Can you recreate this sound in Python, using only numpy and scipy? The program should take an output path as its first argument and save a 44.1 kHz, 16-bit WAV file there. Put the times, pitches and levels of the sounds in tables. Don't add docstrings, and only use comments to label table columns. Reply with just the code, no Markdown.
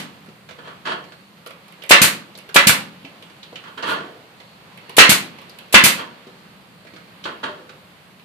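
import sys
import numpy as np
from scipy import signal
from scipy.fft import rfft, irfft, next_fast_len
from scipy.io import wavfile
from scipy.ndimage import uniform_filter1d

SR = 44100
rng = np.random.default_rng(int(sys.argv[2]) if len(sys.argv) > 2 else 0)


def boost_factor(decibels):
    exponent = np.asarray(decibels, float) / 20
    return 10 ** exponent


def wav_record(signal):
    frames = np.transpose(np.atleast_2d(signal))
    bounded = np.clip(frames, -1, 1)
    quanta = np.round(bounded * 32767).astype(np.int16)
    wavfile.write(sys.argv[1], SR, quanta)


N = 363384
LEAD = 22050


def read(table, hz):
    at, value = np.transpose(table)
    return np.interp(np.log(np.maximum(hz, 1)), np.log(at), value)


def colour(x, table):
    log_gain = read(table, np.fft.rfftfreq(4096, 1 / SR)) * np.log(10) / 20
    cepstrum = irfft(log_gain)
    cepstrum[1:2048] *= 2
    cepstrum[2049:] = 0
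    response = irfft(np.exp(rfft(cepstrum)))[None, :2048]
    response = response / np.sqrt(np.sum(response ** 2))
    return signal.fftconvolve(x, response, axes=1)[:, :x.shape[1]]


def ring(x, hz, width_hz):
    return signal.lfilter(*signal.iirpeak(hz, hz / width_hz, SR), x + 1e-18)


def steep(x, hz, width_hz):
    return ring(ring(x, hz, width_hz), hz, width_hz)


def fade(seconds, t60, rise):
    t = np.arange(int(seconds * SR)) / SR
    return (1 - np.exp(-t / rise)) * boost_factor(-60 * t / t60)


# pitch_hz, correlation (1 = same, 0 = unrelated)
LIKENESS = [(60, 0.33), (150, .9), (400, 0.91), (900, 0.074), (14000, 0)]


def pair(size):
    hz = np.fft.rfftfreq(size, 1 / SR)
    like = np.clip(read(LIKENESS, hz), -1, 1)
    mid, side = rfft(rng.standard_normal((2, size)))
    mid = mid * np.sqrt((1 + like) / 2)
    side = side * np.sqrt((1 - like) / 2)
    return hz, np.array([mid + side, mid - side])


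def burst(t60, rise):
    noise = irfft(pair(SR // 2)[1], SR // 2)
    return fade(.5, t60, rise) * noise


def bands(size, gain):
    fast = next_fast_len(size)
    hz, noise = pair(fast)
    out = 0
    for centre in 22 * 2 ** np.arange(0, 10, .5):
        share = np.clip(1 - np.abs(2 * np.log2(np.maximum(hz, 1) / centre)), 0, 1)
        out = out + irfft(noise * share, fast)[:, :size] * gain(centre)
    return out


def walk(rate_hz, size):
    hold = int(SR / rate_hz)
    steps = np.repeat(rng.standard_normal(size // hold + 1), hold)
    return 1.2 * uniform_filter1d(steps, hold)[:size]


def add(out, start_s, sound, level_db, pan_db):
    i = LEAD + int(start_s * SR)
    piece = sound[..., :out.shape[1] - i]
    out[:, i:i + piece.shape[-1]] += piece * boost_factor(level_db + np.array([[.5], [-.5]]) * pan_db)


# pitch_hz, level_db (per Hz)
VALVE_TONE = [(180, -35.5), (300, -3), (1440, -8.5), (2730, 1.5), (5620, -6), (8740, -2.5), (13600, -2.5),
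              (15000, -18.5)]
# pitch_hz, level_db (per Hz)
FRAME_TONE = [(15, -48.5), (25, -20), (128, -19.5), (191, -5), (264, -11), (637, -12.5), (903, -12),
              (1030, -7.5), (1120, -7), (1860, -3), (5420, -10.5), (10300, -18.5), (15000, -37)]
# pitch_hz, width_hz, level_db
FRAME_NOTES = [(1040, 11, -6), (1450, 760, -3.5), (1740, 37, -7.5), (2050, 36, -1.5), (2680, 62, -0.5),
               (2930, 15, -3.5), (3280, 85, -4), (3560, 16, -8), (4057, 120, -13)]
# start_s, level_db (peak), mesh_treble_db, ring_t60_s, valve_hiss_db
DRIVER_BLOWS = [
    (1.9081, -4.5, -2, 0.14, -13.5),
    (2.559, -7, -3.5, 0.13, -15),
    (4.982, -1, 0.5, 0.17, -12),
    (5.741, -7, -3, 0.12, -16.5),
]


def blows(out):
    pan_db = 0.5
    t = np.arange(SR // 2) / SR
    damped = np.exp(-(t / 0.036) ** 2)
    for start_s, level_db, treble_db, t60, valve_db in DRIVER_BLOWS:
        valve = colour(burst(0.83, 0.0006) * (t < .03), VALVE_TONE) * fade(.5, 9., 0.0012)
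        add(out, start_s - .016, valve, valve_db, pan_db)
        leak = colour(burst(0.2, 0.0034), BLAST_TONE)
        add(out, start_s, leak, -18.5, pan_db)

        shake = burst(1.56 * t60, 0.0029) * damped * boost_factor(4.3 * walk(110, SR // 2) - 1.5)
        shake = colour(shake, [(900, -2.0), (2200, -0.5), (2900, 0.5), (4200, treble_db)])
        rings = sum(boost_factor(db) * ring(shake, hz, 2.0 * width_hz) for hz, width_hz, db in FRAME_NOTES)
        add(out, start_s + .0015, colour(shake + boost_factor(1.5) * rings, FRAME_TONE), level_db + 8.0, pan_db)

        crack = colour(burst(.02, .0004), BLAST_TONE)
        add(out, start_s + 0.0018, crack, level_db + 3.0, pan_db)
        kick = -steep(fade(.1, 0.0035, 0.00015), 787.0, 1500.)
        add(out, start_s + 0.00031, kick, level_db + 21.5, 0)
        thump = steep(burst(0.06, .001), 430.0, 540.0)
        add(out, start_s + 0.001, thump, level_db + 8.0, 0)


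# pitch_hz, level_db (per Hz)
BLAST_TONE = [(180, -31), (300, -8), (841, -12), (2440, 1), (2780, -0.5), (4390, -3), (5620, -4.5),
              (8740, -3), (14000, -5), (15000, -17.5)]
# ago_s, under_full_scale_db, blast_t60_s
SHOT_BEFORE = (.15, 7.2, 0.28)
# start_s, level_db (peak), pan_db (left minus right), blast_t60_s, piston_knock_db
AIR_BLASTS = [
    (2.0174, -9.5, 0, 0.21, -9.5),
    (2.6707, -9, 0, 0.16, -5),
    (5.094, -9.5, 1.5, 0.2, -8.5),
    (5.8391, -11, 0, 0.3, -10),
]


def exhausts(out):
    ago_s, under_db, before_t60 = SHOT_BEFORE
    emptying = np.exp(-(np.arange(SR // 2) / SR / 0.069) ** 2)
    before = (-ago_s, -under_db, 0, before_t60, -6.5)
    for start_s, level_db, pan_db, t60, knock_db in [before, *AIR_BLASTS]:
        jet = burst(1.75 * t60, .0005) * emptying + boost_factor(-7.5) * burst(.05, 0.00025)
        jet = colour(jet * boost_factor(0.44 * walk(120, SR // 2)), BLAST_TONE)
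        add(out, start_s - .001, jet, level_db + 7, pan_db)
        puff = steep(fade(.2, 0.0071, 0.0021), 207.0, 190.)
        add(out, start_s - .003, puff, level_db + 29.5, 0)
        metal_knock = ring(fade(.2, 0.0016, .0001), 1600.0, 760.0)
        add(out, start_s + 0.025, metal_knock, level_db + 37 + knock_db, pan_db)
        body_knock = steep(fade(.2, 0.017, 0.0027), 290., 400.0)
        add(out, start_s + .022, body_knock, level_db + 28.0 + knock_db, 0)


# pitch_hz, level_db (per Hz)
WIRE_TONE = [(350, -33.5), (600, 5), (744, -11.5), (887, 1.5), (1500, -3.5), (2340, -10), (3190, -7),
             (4460, -21.5), (5250, -29.5), (10400, -35.5), (15000, -62)]
# pitch_hz, width_hz, level_db
WIRE_NOTES = [(1090, 130, -6.5), (1450, 81, -2), (1720, 78, -4), (2200, 9.3, -30), (2760, 170, -6),
              (3240, 110, 0.5), (4470, 160, -1.5)]
# start_s, swell_s, level_db (peak), release_t60_s, pan_db (left minus right)
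HOOK_DRAGS = [(0.582, 0.0065, -40, 0.15, 0), (0.63, 0.049, -38, 0.26, 0.5), (0.851, 0.024, -23, 0.28, -0.5),
              (0.885, 0.041, -25.5, 0.071, 1), (3.63, 0.052, -39.5, 0.13, -1),
              (3.773, 0.0059, -30.5, 0.17, -2.5), (3.823, .008, -25.5, 0.54, -1.5),
              (3.86, 0.037, -21, 0.34, 0), (5.974, 0.023, -26.5, 0.14, 0), (7.252, 0.0034, -25.5, 0.2, 2),
              (7.43, 0.0094, -21.5, 0.1, 0.5), (7.45, .01, -36, 0.42, 4)]


def scrapes(out):
    t = np.arange(SR // 2) / SR
    for start_s, swell_s, level_db, t60, pan_db in HOOK_DRAGS:
        growing_db = 11.5 * (1 - t / max(swell_s, .001))
        releasing_db = 60 * (t - swell_s) / max(t60, .02)
        slack_db = np.where(t < swell_s, growing_db, releasing_db)

        slip_now = rng.random(len(t)) < 7000 / SR
        grip = slip_now * boost_factor(0.87 * np.minimum(rng.exponential(size=len(t)), 4))
        slips = grip * rng.standard_normal((2, len(t)))
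        slips = slips / slips.std() * boost_factor(level_db - slack_db) * np.clip(t / 0.0019, 0, 1)

        rings = sum(boost_factor(db) * ring(slips, hz, 1.52 * width_hz) for hz, width_hz, db in WIRE_NOTES)
        rings = rings + boost_factor(-4.5) * ring(slips, 4500.0, 1000.)
        wire = colour(slips + boost_factor(3.0) * rings, WIRE_TONE)
        wood = steep(slips.mean(0) * boost_factor(13 + 0.49 * slack_db), 360.0, 670.0)
        bite = steep(slips * boost_factor(-3.5), 3200.0, 1900.0)
        add(out, start_s, wire + wood + bite, 0, pan_db)


# start_s, level_db (peak), pitch_hz, thud_db
HOOK_TAPS = [(0.287, -35.5, 1150, -6.5), (0.488, -26, 1460, -12.5), (0.508, -26.5, 1090, -11),
             (0.58, -43.5, 1390, 5), (0.673, -41.5, 1430, 9), (0.854, -21, 1580, -20),
             (1.038, -31, 974, -13.5), (1.12, -30, 1420, -10), (1.369, -40, 1340, -17),
             (3.048, -30, 2600, -6), (3.298, -33.5, 1040, -14), (3.429, -29.5, 3240, -35),
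             (3.526, -35.5, 800, 1), (3.556, -24.5, 2850, -38), (3.638, -31, 1510, -29),
             (3.673, -46, 1180, -25), (3.778, -28, 1540, -28), (3.825, -25.5, 3970, -0.5),
             (4.4, -28, 946, -13), (6.269, -34, 996, -6), (6.849, -37.5, 1430, -4),
             (6.869, -34.5, 1910, -11), (6.935, -32.5, 950, -6.5), (6.962, -28.5, 1510, -11),
             (7.239, -23.5, 3300, -24), (7.254, -25, 1000, -1.5), (7.434, -42, 1450, -24.5),
             (7.692, -27.5, 1430, -12)]
# start_s, level_db (peak), pitch_hz, edge_db
NOSE_TAPS = [(0.26, -36.5, 1420, -17), (1.461, -20.5, 1230, -20), (1.472, -30, 1300, -8.5),
             (1.506, -26.5, 1200, -17.5), (1.681, -32.5, 1160, -15), (1.723, -37, 2390, -11),
             (1.82, -28, 3000, -22.5), (1.836, -26, 2250, -11), (1.863, -42, 2550, -4.5),
             (2.351, -31, 3760, -26.5), (2.375, -34, 4800, -4), (2.386, -31.5, 2630, -8),
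             (2.49, -25, 1500, -18), (3.224, -32, 2960, -14), (4.774, -32.5, 2400, -12),
             (4.894, -21.5, 930, -16.5), (5.385, -26.5, 937, -22), (5.416, -29, 950, -17),
             (5.495, -33.5, 4230, -11), (5.586, -29, 2920, -9), (8.195, -40.5, 2680, -17)]


def ticks(out):
    hook = [(start_s, db, hz, thud_db, -29, 0.008) for start_s, db, hz, thud_db in HOOK_TAPS]
    nose = [(start_s, db, hz, -12, edge_db, .007) for start_s, db, hz, edge_db in NOSE_TAPS]
    for start_s, level_db, hz, thud_db, edge_db, contact_s in hook + nose:
        touch = burst(9 * contact_s, 0.00082)[:, :SR // 5]
        metal = boost_factor(5.5) * steep(touch, hz, hz / 2.15) + boost_factor(-0.2) * steep(touch, 2200.0, 3000.0)
        thud = boost_factor(thud_db + 17.5) * steep(touch, 510.0, 500.)
        edge = boost_factor(edge_db + 11) * steep(touch * fade(.2, 0.029, .0002), 9500., 9000.)
        add(out, start_s, metal + thud + edge, level_db + 2.0, -2.5)


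# start_s, level_db (peak), pitch_hz, ring_t60_s
FRAME_BUMPS = [(0.285, -36, 374, 0.055), (3.046, -28.5, 273, 0.097), (3.526, -31, 447, 0.029),
               (4.4, -41.5, 323, 0.048), (6.269, -30, 382, 0.067), (6.848, -37, 588, 0.052),
               (6.936, -32.5, 304, 0.062), (7.254, -24, 500, 0.087), (7.432, -24, 890, 0.054),
               (7.491, -25, 598, 0.15), (7.601, -36, 504, 0.14)]


def bumps(out):
    for start_s, level_db, hz, t60 in FRAME_BUMPS:
        push = fade(.3, 0.0029, 0.0003)
        width_hz = 2.0 / max(t60, .01)
        wood = ring(push, hz, width_hz) + boost_factor(-5.5) * ring(push, 0.66 * hz, 1.4 * width_hz)
        add(out, start_s, wood / np.abs(wood).max(), level_db - 0.5, 0)


# middle_s, half_length_s, level_db
HISS_SWELL = (3.905, 0.036, -34)


def swish(out):
    middle_s, half_s, level_db = HISS_SWELL
    t = np.arange(-SR // 8, SR // 8) / SR
    hiss = steep(rng.standard_normal((2, len(t))), 10000., 9000.)
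    add(out, middle_s + t[0], hiss * np.exp(-(t / half_s) ** 2), level_db, 0)


# pitch_hz, t60_s
ECHO_T60 = [(60, 0.21), (200, 0.78), (600, 0.42), (2000, 0.31), (4500, 0.3), (7000, 0.26), (14000, 0.24)]
# pitch_hz, level_db
ECHO_LEVEL = [(60, -10), (250, -1), (1000, 4.5), (3000, 5), (6000, -0.5), (14000, -2)]


def room(dry):
    tail = bands(SR, lambda hz: boost_factor(read(ECHO_LEVEL, hz)) * fade(1, read(ECHO_T60, hz), 0.0036))
    tail /= np.sqrt(np.sum(tail ** 2) / 2)
    return signal.fftconvolve(dry, tail, axes=1)[:, :dry.shape[1]]


# pitch_hz, level_db (per Hz)
FLOOR_TONE = [(13, -67), (22, -39.5), (174, -2), (262, -15), (373, -17), (561, -16), (717, -18), (799, -15),
              (1340, -18.5), (1710, -24), (2370, -18.5), (3200, -23.5), (4200, -27), (5670, -35),
              (14700, -34.5)]
# time_s, level_db
SHUFFLING = [(0.0, -45.5), (0.48, -50.5), (0.82, -48), (1.28, -50.5), (1.9, -46.5), (2.41, -47),
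             (2.73, -45.5), (3.44, -47), (3.95, -47), (4.4, -48.5), (5.05, -44), (5.76, -46), (5.9, -39),
             (6.099, -45), (6.79, -50), (7.37, -45.5), (8.24, -50.5)]


def background():
    stir_db = np.interp(np.arange(N) / SR, *np.transpose(SHUFFLING))
    rumble_db = 0.4 + 0.25 * (stir_db + 45) + 1.2 * walk(2.2, N)

    def gain(hz):
        low = np.clip(np.log2(400 / hz), 0, 1)
        shuffle_db = (stir_db + 51.5) * np.clip(np.log2(9000 / hz), 0, 1)
        swell_db = low * rumble_db + (1 - low) * shuffle_db
        return boost_factor(read(FLOOR_TONE, hz) + swell_db + 0.69 * walk(6.2, N))

    hum = steep(rng.standard_normal(N), 197, 30.) * boost_factor(-30.5 + 3.0 * walk(2.7, N))
    wisp = steep(rng.standard_normal((2, N)), 4350., 450.) * boost_factor(-50 + 3.5 * walk(5, N))
    return boost_factor(-22) * bands(N, gain) + wisp + hum


def scene():
    near = np.zeros((2, LEAD + N))
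    for source in (blows, exhausts, ticks, scrapes, bumps, swish):
        source(near)
    boom = ring(near, 198., 11.0)
    heard = near + boost_factor(-6.0) * room(near) + boost_factor(-2) * boom
    return heard[:, LEAD:] + background()


def duck(x):
    memory_s, bite_level, strength = 0.12, 0.88, 0.43
    keep = np.exp(-1 / (memory_s * SR))
    loud = signal.lfilter([1 - keep], [1, -keep], np.abs(x).mean(0))
    return x * (1 + (loud / bite_level) ** 2) ** (-strength)


def band_limit(x):
    return signal.sosfilt(signal.butter(12, 15580, fs=SR, output="sos"), x)


# pitch_hz, level_db
MIC_TONE = [(200, -2), (3600, -1), (4500, 1.5), (5150, -2), (8000, 0), (14000, -1.5)]
# pitch_hz, left_minus_right_db
PORT_LEAN = [(125, 2.5), (500, 4.5), (2000, -2), (4500, 4), (12000, 3.5)]


def record(dry):
    hz = np.geomspace(100, 16000, 80)
    ports = []
    for channel, side in zip(dry, (.5, -.5)):
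        tone = np.c_[hz, read(MIC_TONE, hz) + side * read(PORT_LEAN, hz)]
        ports.append(colour(channel[None], tone))
    bass_cut = signal.butter(2, 45., "high", fs=SR, output="sos")
    thin = signal.sosfilt(bass_cut, np.vstack(ports) * boost_factor(-2.5))
    clipped = np.clip(duck(thin), -1.02, 1.02)
    top_cut = signal.ellip(8, .2, 60, 14600, fs=SR, output="sos")
    return band_limit(signal.sosfilt(top_cut, clipped))


dry = scene()
out = record(dry)
wav_record(out)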